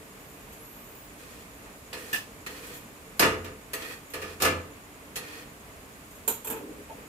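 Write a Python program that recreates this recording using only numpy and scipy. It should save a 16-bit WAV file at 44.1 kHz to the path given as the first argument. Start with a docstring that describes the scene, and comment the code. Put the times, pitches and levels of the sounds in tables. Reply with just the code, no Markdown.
"""In a small tiled kitchen, a puffed flatbread fries on an iron griddle over a gas flame.
Steel tongs tap, pinch and scrape: shaped noise makes the contacts, narrow resonances make the steel ring.
The bread slaps down twice, with a noisy smack and thud, and sine waves make the griddle ring and rock.
Flame and frying are shaped noise; steam whistles are gliding, unsteady tones; a far cricket is pulsing noise.
At the end the tongs are laid on the stone counter, with chinks, dull knocks, a shuffle and a bump."""
import sys
import numpy as np
from scipy import signal
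from scipy.fft import rfft, irfft, next_fast_len
from scipy.io import wavfile
from scipy.ndimage import map_coordinates

SR = 44100
rng = np.random.default_rng(int(sys.argv[2]) if len(sys.argv) > 2 else 0)


def output_pcm(signal):
    """Save a mono or channel-first signal as 16-bit PCM at the path in sys.argv[1].

    Samples are clipped to [-1, 1] before scaling.
    """
    pcm = np.clip(np.atleast_2d(signal).T, -1, 1) * 32767
    wavfile.write(sys.argv[1], SR, np.round(pcm).astype(np.int16))


N = 312221
TIME = np.arange(N) / SR  # seconds
HIT = np.arange(2 * SR // 3) / SR  # seconds after a blow

# strokes of the tongs over the iron: [start_s, length_s, scrape_db, steel_squeal_db, bread_fizz_db]
STROKES = [(1.172, 0.244, -55, -60, -58), (1.95, .17, -50.5, -52.5, -50),
           (2.487, 0.27, -49.5, -53.5, -52.5), (3.782, .15, -50.5, -45, -49),
           (4.184, 0.15, -49.5, -55, -68), (5.205, 0.21, -49.5, -51.5, -60)]
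# sound colour of a heavy thud on the griddle: [pitch_hz, relative_level_db_per_hz]
THUD_COLOUR = [(29, -37), (50, -19), (345, -4), (428, -4.5), (586, -8), (661, -11.5), (1070, -8),
               (1210, -1), (1400, -4), (1740, -7), (2750, -6.5), (3100, -13), (13200, -27), (16000, -50)]
# sound colour of a small hard contact: [pitch_hz, relative_level_db_per_hz]
CRISP_COLOUR = [(1500, -19), (3300, -3), (5200, -15.5), (7000, 2), (9300, -7), (12500, 6), (15500, -3.5)]
# sound colour of a light tick of steel: [pitch_hz, relative_level_db_per_hz]
TICK_COLOUR = [(530, -8), (900, -8), (1850, -5.5), (2220, -9), (2570, -2.5), (3040, -4), (11800, -9.5),
               (16000, -9)]


def amp(db):
    """Turn decibels into a gain."""
    return 10 ** (np.asarray(db) / 20)


def unit(x):
    """Scale a sound to an rms level of 1."""
    return x / np.sqrt(np.mean(x ** 2) + 1e-20)


def along(points, hz):
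    """Read a curve of (Hz, value) points, spacing the pitches on a log scale."""
    point_hz, value = np.transpose(points)
    return np.interp(np.log(hz + 1), np.log(point_hz), value)


def broad(points):
    """Make a smooth sound colour: gain at each frequency."""
    return lambda hz: amp(along(points, hz))


def resonant(modes, scatter_db=0):
    """Gain of a set of resonances; each contact point excites them a little differently."""
    centre_hz, width_hz, db = np.transpose(modes)
    gain = amp(db + scatter_db * rng.standard_normal(len(db)))

    def colour(hz):
        """Each resonance is a peak; their energies add."""
        peaks = zip(centre_hz, width_hz, gain)
        return np.sqrt(sum(g ** 2 / (1 + (2 * (hz - f) / w) ** 2) for f, w, g in peaks))

    return colour


def wobble(rate):
    """A smooth random curve through this many random points a second."""
    points = rng.standard_normal(int(N * rate / SR) + 4)
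    return map_coordinates(points, [TIME * rate])


def add(track, s, sound):
    """Mix a sound into the track at time s (seconds)."""
    start = round(s * SR)
    track[:, start:start + sound.shape[1]] += sound[:, :N - start]


def held(rows, attack_s, sag_db_per_s, release_s):
    """Gain of (start s, length s, dB) movements: each rises, sags while it lasts, then dies away."""
    gain = np.zeros(N)
    for s, length, db in rows:
        age = np.maximum(TIME - s, 0)
        rise = np.minimum(age / attack_s, 1)
        fall = np.exp(-np.maximum(age - length, 0) / release_s)
        gain += rise * amp(db - sag_db_per_s * age) * fall
    return gain


def diffuse(drive, colour):
    """Colour two random drives as sound from all sides: two microphones agree only on long waves."""
    size = next_fast_len(drive.shape[1])
    hz = np.fft.rfftfreq(size, 1 / SR)
    spacing_m, sound_speed = 0.14, 343  # metres between microphones, metres per second
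    alike = .95 * np.sinc(2 * hz * spacing_m / sound_speed)
    spectrum = rfft(drive, size) * colour(hz) * np.sqrt([1 + alike, 1 - alike])
    mid, side = irfft(spectrum, size)[:, :drive.shape[1]]
    return unit(np.array([mid + side, mid - side]))


def blow(colour, length, rise_s, direct=0, ripple_db=3):
    """A blow of noise and its echoes off the tiles, the treble dying sooner than the bass."""
    # how long sound takes to fade by 60 dB, before scaling by length: [pitch_hz, fade_s]
    kitchen_fade = [(100, 0.85), (450, 0.52), (1000, 0.43), (2500, 0.37), (6000, 0.33), (14000, 0.29)]
    early = np.exp(-HIT / 0.06)
    uneven_db = 4.25 * early * rng.standard_normal(len(HIT)) - 1.7 * early  # first echoes come one by one
    drive = rng.standard_normal((2, len(HIT))) * amp(uneven_db)

    def rippled(hz):
        """Near walls ripple the treble."""
        ripple = map_coordinates(rng.standard_normal(SR // 100), [hz / 130])
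        return colour(hz) * amp(ripple_db * ripple * np.minimum(hz / 2500, 1))

    hz, t, z = signal.stft(diffuse(drive, rippled), SR, nperseg=512)
    fade = np.exp(-np.log(1000) * t / (length * along(kitchen_fade, hz)[:, None]))
    sound = signal.istft(z * fade, SR, nperseg=512)[1][:, :len(HIT)]
    onset = 1 - np.exp(-HIT / rise_s)
    return sound * onset * (1 + direct * np.exp(-HIT / 0.0085))  # direct lifts the first milliseconds


def griddle(lowest_fade_s=0.56, damping=0.21, blur_hz=4.2):
    """The iron rings as many sines, blurred by rattling on the stand; high ones die sooner."""
    # ringing pitches of the griddle on its stand: [pitch_hz, energy_db]
    iron_modes = [(301.5, -42), (393.0, -42.5), (436.0, -35), (509, -34), (665, -41), (912, -43.5),
                  (1183, -40.5), (1244, -39), (1470, -69), (1728, -36.5), (1825, -65), (2083, -69),
                  (2132, -47.5), (2304, -51), (2363, -42.5), (2536, -43.5), (2767, -41.5), (2853, -47.5)]
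    hz, db = np.transpose(iron_modes)[:, :, None]
    fade_s = lowest_fade_s * (hz / hz.min()) ** -damping  # time to fade by 60 dB
    gain = amp(db) / np.sqrt(fade_s)
    phase = rng.uniform(0, 2 * np.pi, hz.shape)
    # high pitches differ more between the microphones
    phase = phase + rng.standard_normal((2, *hz.shape)) * np.minimum(hz / 800, 1.1)
    rattle = np.cumsum(rng.standard_normal((len(hz), len(HIT))), axis=1) * np.sqrt(2 * np.pi * blur_hz / SR)
    fading = gain * np.exp(-np.log(1000) * HIT / fade_s)
    modes = np.sin(2 * np.pi * hz * HIT + phase + rattle) * fading
    return modes.sum(1) / np.linalg.norm(gain) * (1 - np.exp(-HIT / 0.0041))


def cricket(pitch_hz=6850, width_hz=230):
    """A faint, far cricket: a narrow band of noise pulses nine times a second, smeared by the room."""
    pulse = (.5 + .5 * np.cos(2 * np.pi * 9.07 * (TIME + .008))) ** 2
    note = diffuse(rng.standard_normal((2, N)), lambda hz: 1 / (1 + ((hz - pitch_hz) / width_hz) ** 4))
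    return amp(-60.5) * (0.44 + 0.47 * pulse) * note


def pressure(levels_db):
    """How hard the tongs bear down in each stroke: they lean in, hold and let go."""
    rows = [(row[0], row[1], db) for row, db in zip(STROKES, levels_db)]
    return held(rows, attack_s=0.025, sag_db_per_s=-2, release_s=0.042)  # negative sag: slowly louder


def frying():
    """Strength of the frying: steady heat, checked by each landing, with more fizz where the tongs press."""
    # moments when a cooler side of the bread meets the iron: [time_s]
    landings = [3.22, 4.45]
    steady_db, drop_db, reheat_s = -54.5, 1.5, 0.96  # reheat_s: time constant of the recovery
    cooling = sum((TIME > s) * np.exp(-np.maximum(TIME - s, 0) / reheat_s) for s in landings)
    *_, fizz_db = np.transpose(STROKES)
    return np.hypot(amp(steady_db - drop_db * cooling), pressure(fizz_db))


def stove():
    """The flame is a rush of low noise; under the bread a film of oil fizzes in tiny random bursts."""
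    # sound colour of the gas flame: [pitch_hz, relative_level_db_per_hz]
    flame_colour = [(15, -29), (25, 3), (69, -3), (93, -5.5), (275, -4.5), (300, -1.5), (326, -10.5),
                    (449, -4), (478, -9), (631, -9), (814, -12.5), (1140, -10), (1350, -13.5),
                    (2510, -14.5), (4000, -26), (5200, -30.5), (8800, -120)]
    # sound colour of the frying oil: [pitch_hz, relative_level_db_per_hz]
    sizzle_colour = [(2500, -25), (3500, -4), (5800, -3), (7400, -1.5), (8300, 2), (9400, -5), (10700, 1),
                     (12500, -0.5), (15000, -7)]
    rush = diffuse(rng.standard_normal((2, N)), broad(flame_colour))
    flame = amp(-48.0 + 0.5 * wobble(14)) * rush
    bursts = rng.standard_normal((2, N)) * (rng.random(N) < 900 / SR)  # about 900 a second
    hiss = rng.standard_normal((2, N))
    fizz = diffuse(0.32 * unit(bursts) + hiss, broad(sizzle_colour))
    return flame + frying() * fizz


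def steam(bend=0.66):
    """Thin, unsteady whistles glide with the pressure in the bread, quickly at first and then more slowly."""
    # steam leaves a pinhole in the crust: [start_s, length_s, first_pitch_hz, last_pitch_hz, level_db]
    whistles = [(.15, 0.44, 14400, 12700, -60), (.55, 0.51, 9700, 15450, -51.5)]
    out = np.zeros((2, N))
    for s, length, first_hz, last_hz, db in whistles:
        progress = np.clip((TIME - s) / length, 0, 1) ** bend
        pitch_hz = first_hz + (last_hz - first_hz) * progress
        phase = 2 * np.pi * np.cumsum(pitch_hz) / SR
        tone = [wobble(330) * np.sin(phase) + wobble(330) * np.cos(phase) for channel in range(2)]
        strength = held([(s, length, db)], attack_s=0.089, sag_db_per_s=7, release_s=0.015)
        out += strength * unit(np.array(tone))
    return out


def counter():
    """The loose blades chink on the stone, which knocks dully; a low shuffle and a small bump follow."""
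    # the tongs are laid down and settle: [time_s, steel_ring_db, counter_knock_db]
    set_down = [(6.2775, -22, -31), (6.446, -37, -42), (6.471, -34.5, -37.5), (6.501, -32.5, -34.5),
                (6.529, -49, -39.5), (6.565, -60, -40)]
    # resonances of the free tong blades: [pitch_hz, width_hz, level_db]
    blade_modes = [(7260, 33, -0.5), (8200, 39, -3.5), (8790, 32, -18), (9450, 72, -10), (9700, 34, -9),
                   (10320, 48, -9), (11650, 26, 0), (12600, 31, -10), (12970, 34, 4), (13900, 44, -5),
                   (14500, 40, -6)]
    # resonances of the stone under the steel: [pitch_hz, width_hz, level_db]
    stone_modes = [(233, 44, -9.5), (440, 43, 0), (916, 76, -1.5), (1340, 400, -13.5), (1640, 180, -13),
                   (2480, 420, -16), (2980, 360, -23)]
    # resonances of a small hollow knock: [pitch_hz, width_hz, level_db]
    bump_modes = [(536, 39, 3), (650, 41, 2), (888, 27, 4.5), (2480, 200, -16)]
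    # dull shuffles along the counter: [start_s, length_s, level_db]
    shuffle_moves = [(6.47, 0.352, -41.5), (6.92, 0.18, -50.5)]
    # sound colour of the shuffle: [pitch_hz, relative_level_db_per_hz]
    dull_colour = [(71, -39), (120, -14), (314, 7), (360, -16), (400, 7), (1200, -36), (1560, -58),
                   (2640, -120)]
    out = np.zeros((2, N))
    for s, ring_db, knock_db in set_down:
        ring = amp(2.5) * blow(resonant(blade_modes, scatter_db=2.0), length=0.57, rise_s=0.0009, ripple_db=1.0)
        crack = amp(-2.5) * blow(broad(CRISP_COLOUR), length=0.98, rise_s=0.00045, direct=0.47)
        add(out, s, amp(ring_db) * amp([[-2.5], [1.5]]) * (ring + crack))  # louder on the right
        add(out, s, amp(knock_db) * blow(resonant(stone_modes), length=0.71, rise_s=0.001))
    add(out, 6.897, amp(-38.0) * blow(resonant(bump_modes), length=0.52, rise_s=0.0016))
    strength = held(shuffle_moves, attack_s=0.027, sag_db_per_s=11, release_s=0.02)
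    rub = diffuse(rng.standard_normal((2, N)), broad(dull_colour))
    return out + strength * amp(1.7 * wobble(30)) * rub


def scrapes(width_hz=62, uneven_db=1.5):
    """The tips catch on many tiny burnt specks, each a small kick into the steel and iron."""
    # sound colour of the rough scrape: [pitch_hz, relative_level_db_per_hz]
    rasp_colour = [(150, -14), (250, -6), (308, 6.5), (367, -14), (493, 7.5), (607, -18), (1550, -6.5),
                   (1850, -25), (2240, -9), (11900, -19.5), (16000, -20)]
    # resonances of the tongs held against the iron: [pitch_hz, level_db]
    pressed_modes = [(1270, -70), (1852, -55), (2471, -60), (3295, -67.5), (4355, -68), (5028, -79),
                     (8366, -87), (8759, -108)]
    _, _, scrape_db, squeal_db, _ = np.transpose(STROKES)
    catches = rng.standard_normal((2, N)) * (rng.random(N) < 900 / SR)  # about 900 a second
    grit = unit(catches) + 1.86 * rng.standard_normal((2, N))
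    singing = resonant([(hz, width_hz, db) for hz, db in pressed_modes])
    scrape = pressure(scrape_db) * diffuse(grit, broad(rasp_colour))
    squeal = pressure(squeal_db) * diffuse(grit, singing)
    return amp(uneven_db * wobble(49)) * (scrape + squeal)


def taps():
    """A tip ticks on the iron and both tongs and griddle answer; pinching jaws snap and chatter."""
    # tips touch the iron: [time_s, level_db, griddle_knock_re_level_db, brightness_db]
    touches = [(1.929, -36, -4, -8), (2.463, -35.5, -10.5, -8), (3.444, -43, 1, -5),
               (3.733, -29.5, -7.5, 5.5), (3.821, -40.5, -4, -7), (4.136, -36.5, 0.5, 1),
               (4.216, -41, 3.5, -4), (5.157, -30.5, -12.5, 1)]
    # resonances of the tongs against iron: [pitch_hz, width_hz, level_db]
    tip_modes = [(1900, 43, 5.5), (2550, 59, 4), (3250, 84, -4.5), (4256, 32, 2.5), (5430, 85, -21),
                 (6970, 32, -12.5), (7800, 100, -4), (9820, 30, -58), (11000, 26, 2), (11930, 63, -1),
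                 (12600, 110, -15), (12600, 47, 1), (14000, 130, -19), (15100, 34, -26)]
    # the jaws snap together and chatter: [time_s, level_db]
    pinches = [(2.129, -26.5), (2.14, -30), (2.157, -33.5)]
    # resonances of the jaws: [pitch_hz, width_hz, level_db]
    jaw_modes = [(1760, 44, 3), (2580, 40, 0.5), (2830, 34, -3), (3390, 14, -1.5), (4200, 34, -24),
                 (5740, 37, -22), (8130, 33, -11), (10300, 55, -12), (12000, 140, -10.5), (14700, 53, -31)]
    out = np.zeros((2, N))
    for s, db, knock_db, bright_db in touches:
        hardness = broad([(3000, 0), (12000, bright_db)])  # a harder touch has more treble
        tips, light = resonant(tip_modes, scatter_db=1), broad(TICK_COLOUR)
        steel = amp(-2.0) * blow(lambda hz: tips(hz) * hardness(hz), length=0.63, rise_s=0.0024)
        tick = amp(-1) * blow(lambda hz: light(hz) * hardness(hz), length=0.65, rise_s=0.0009, direct=0.18)
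        iron = amp(3.5) * griddle() + blow(broad(THUD_COLOUR), length=1.0, rise_s=0.011)
        add(out, s, amp(db) * (steel + tick + amp(knock_db) * iron))
    for s, db in pinches:
        snap = blow(resonant(jaw_modes), length=0.55, rise_s=0.0007, ripple_db=1.5)
        tick = amp(-5) * blow(broad(TICK_COLOUR), length=0.88, rise_s=.001, direct=0.25)
        add(out, s, amp(db) * (snap + tick))
    return out


def bread():
    """The oily crust smacks the iron, then its weight thuds and sets the griddle ringing and rocking."""
    # the bread lands, edge first and then flat: [time_s, wet_smack_db, thud_db, thud_rise_s]
    slaps = [(3.194, -18.5, -16, 0.0023), (3.221, -48, -12.5, 0.0039), (4.400, -41, -28.5, 0.0041),
             (4.409, -33, -35, 0.01), (4.420, -21.5, -19, 0.0037), (4.448, -25, -16, 0.0027)]
    # sound colour of the wet smack: [pitch_hz, relative_level_db_per_hz]
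    smack_colour = [(410, -6.5), (700, -1), (1710, -8), (1970, -8), (2430, -11), (3940, -4.5), (5690, -7),
                    (11200, -7), (14800, -5.5), (16000, -29)]
    # dry flakes of crust crackle: [time_s, level_db]
    flakes = [(0.524, -47), (1.546, -53), (2.665, -45), (2.737, -43.5), (2.766, -45), (3.17, -51),
              (4.1, -45), (6.107, -49), (6.151, -50)]
    # the griddle rocks on the sheet-steel stove top: [start_s, length_s, level_db]
    rocking = [(3.19, 0.29, -41.5), (4.17, 0.17, -48), (4.425, .16, -36)]
    out = np.zeros((2, N))
    for s, smack_db, thud_db, rise_s in slaps:
        smack = blow(broad(smack_colour), length=0.58, rise_s=rise_s / 2, direct=0.51)  # quicker than the thud
        thud = amp(-4.5) * blow(broad(THUD_COLOUR), length=1.0, rise_s=rise_s)
        ring = amp([[-3.5], [-6]]) * griddle()
        add(out, s, amp(smack_db) * amp([[-.5], [.5]]) * smack)
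        add(out, s, amp(thud_db) * (thud + ring))
    for s, db in flakes:
        add(out, s, amp(db) * blow(broad(CRISP_COLOUR), length=.8, rise_s=0.0016))
    # the stove top flexes under the heavy iron, at about 87 Hz
    sway = np.sin(2 * np.pi * np.cumsum(87 + 1.06 * wobble(15)) / SR)
    return out + sway * held(rocking, attack_s=0.022, sag_db_per_s=5, release_s=0.065)


def scene():
    """Mix all the sources; the stove, bread and tongs stand a little to the right."""
    far = cricket()
    heat = (stove() + steam()) * amp([[-.5], [.6]])  # left and right trims in dB
    tongs = (taps() + scrapes()) * amp([[-.3], [1.5]])
    landing = bread() * amp([[-.5], [.7]])
    return far + heat + counter() + tongs + landing


def record(dry, low_hz=43, top_hz=15600):
    """Weaken the deepest bass and keep nothing from the top frequency upward."""
    size = next_fast_len(N + SR // 2)
    hz = np.fft.rfftfreq(size, 1 / SR)
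    bass = (hz / low_hz) ** 4 / np.sqrt(1 + (hz / low_hz) ** 8)
    return irfft(rfft(dry, size) * bass * (hz < top_hz), size)[:, :N]


dry = scene()
out = record(dry)
output_pcm(out)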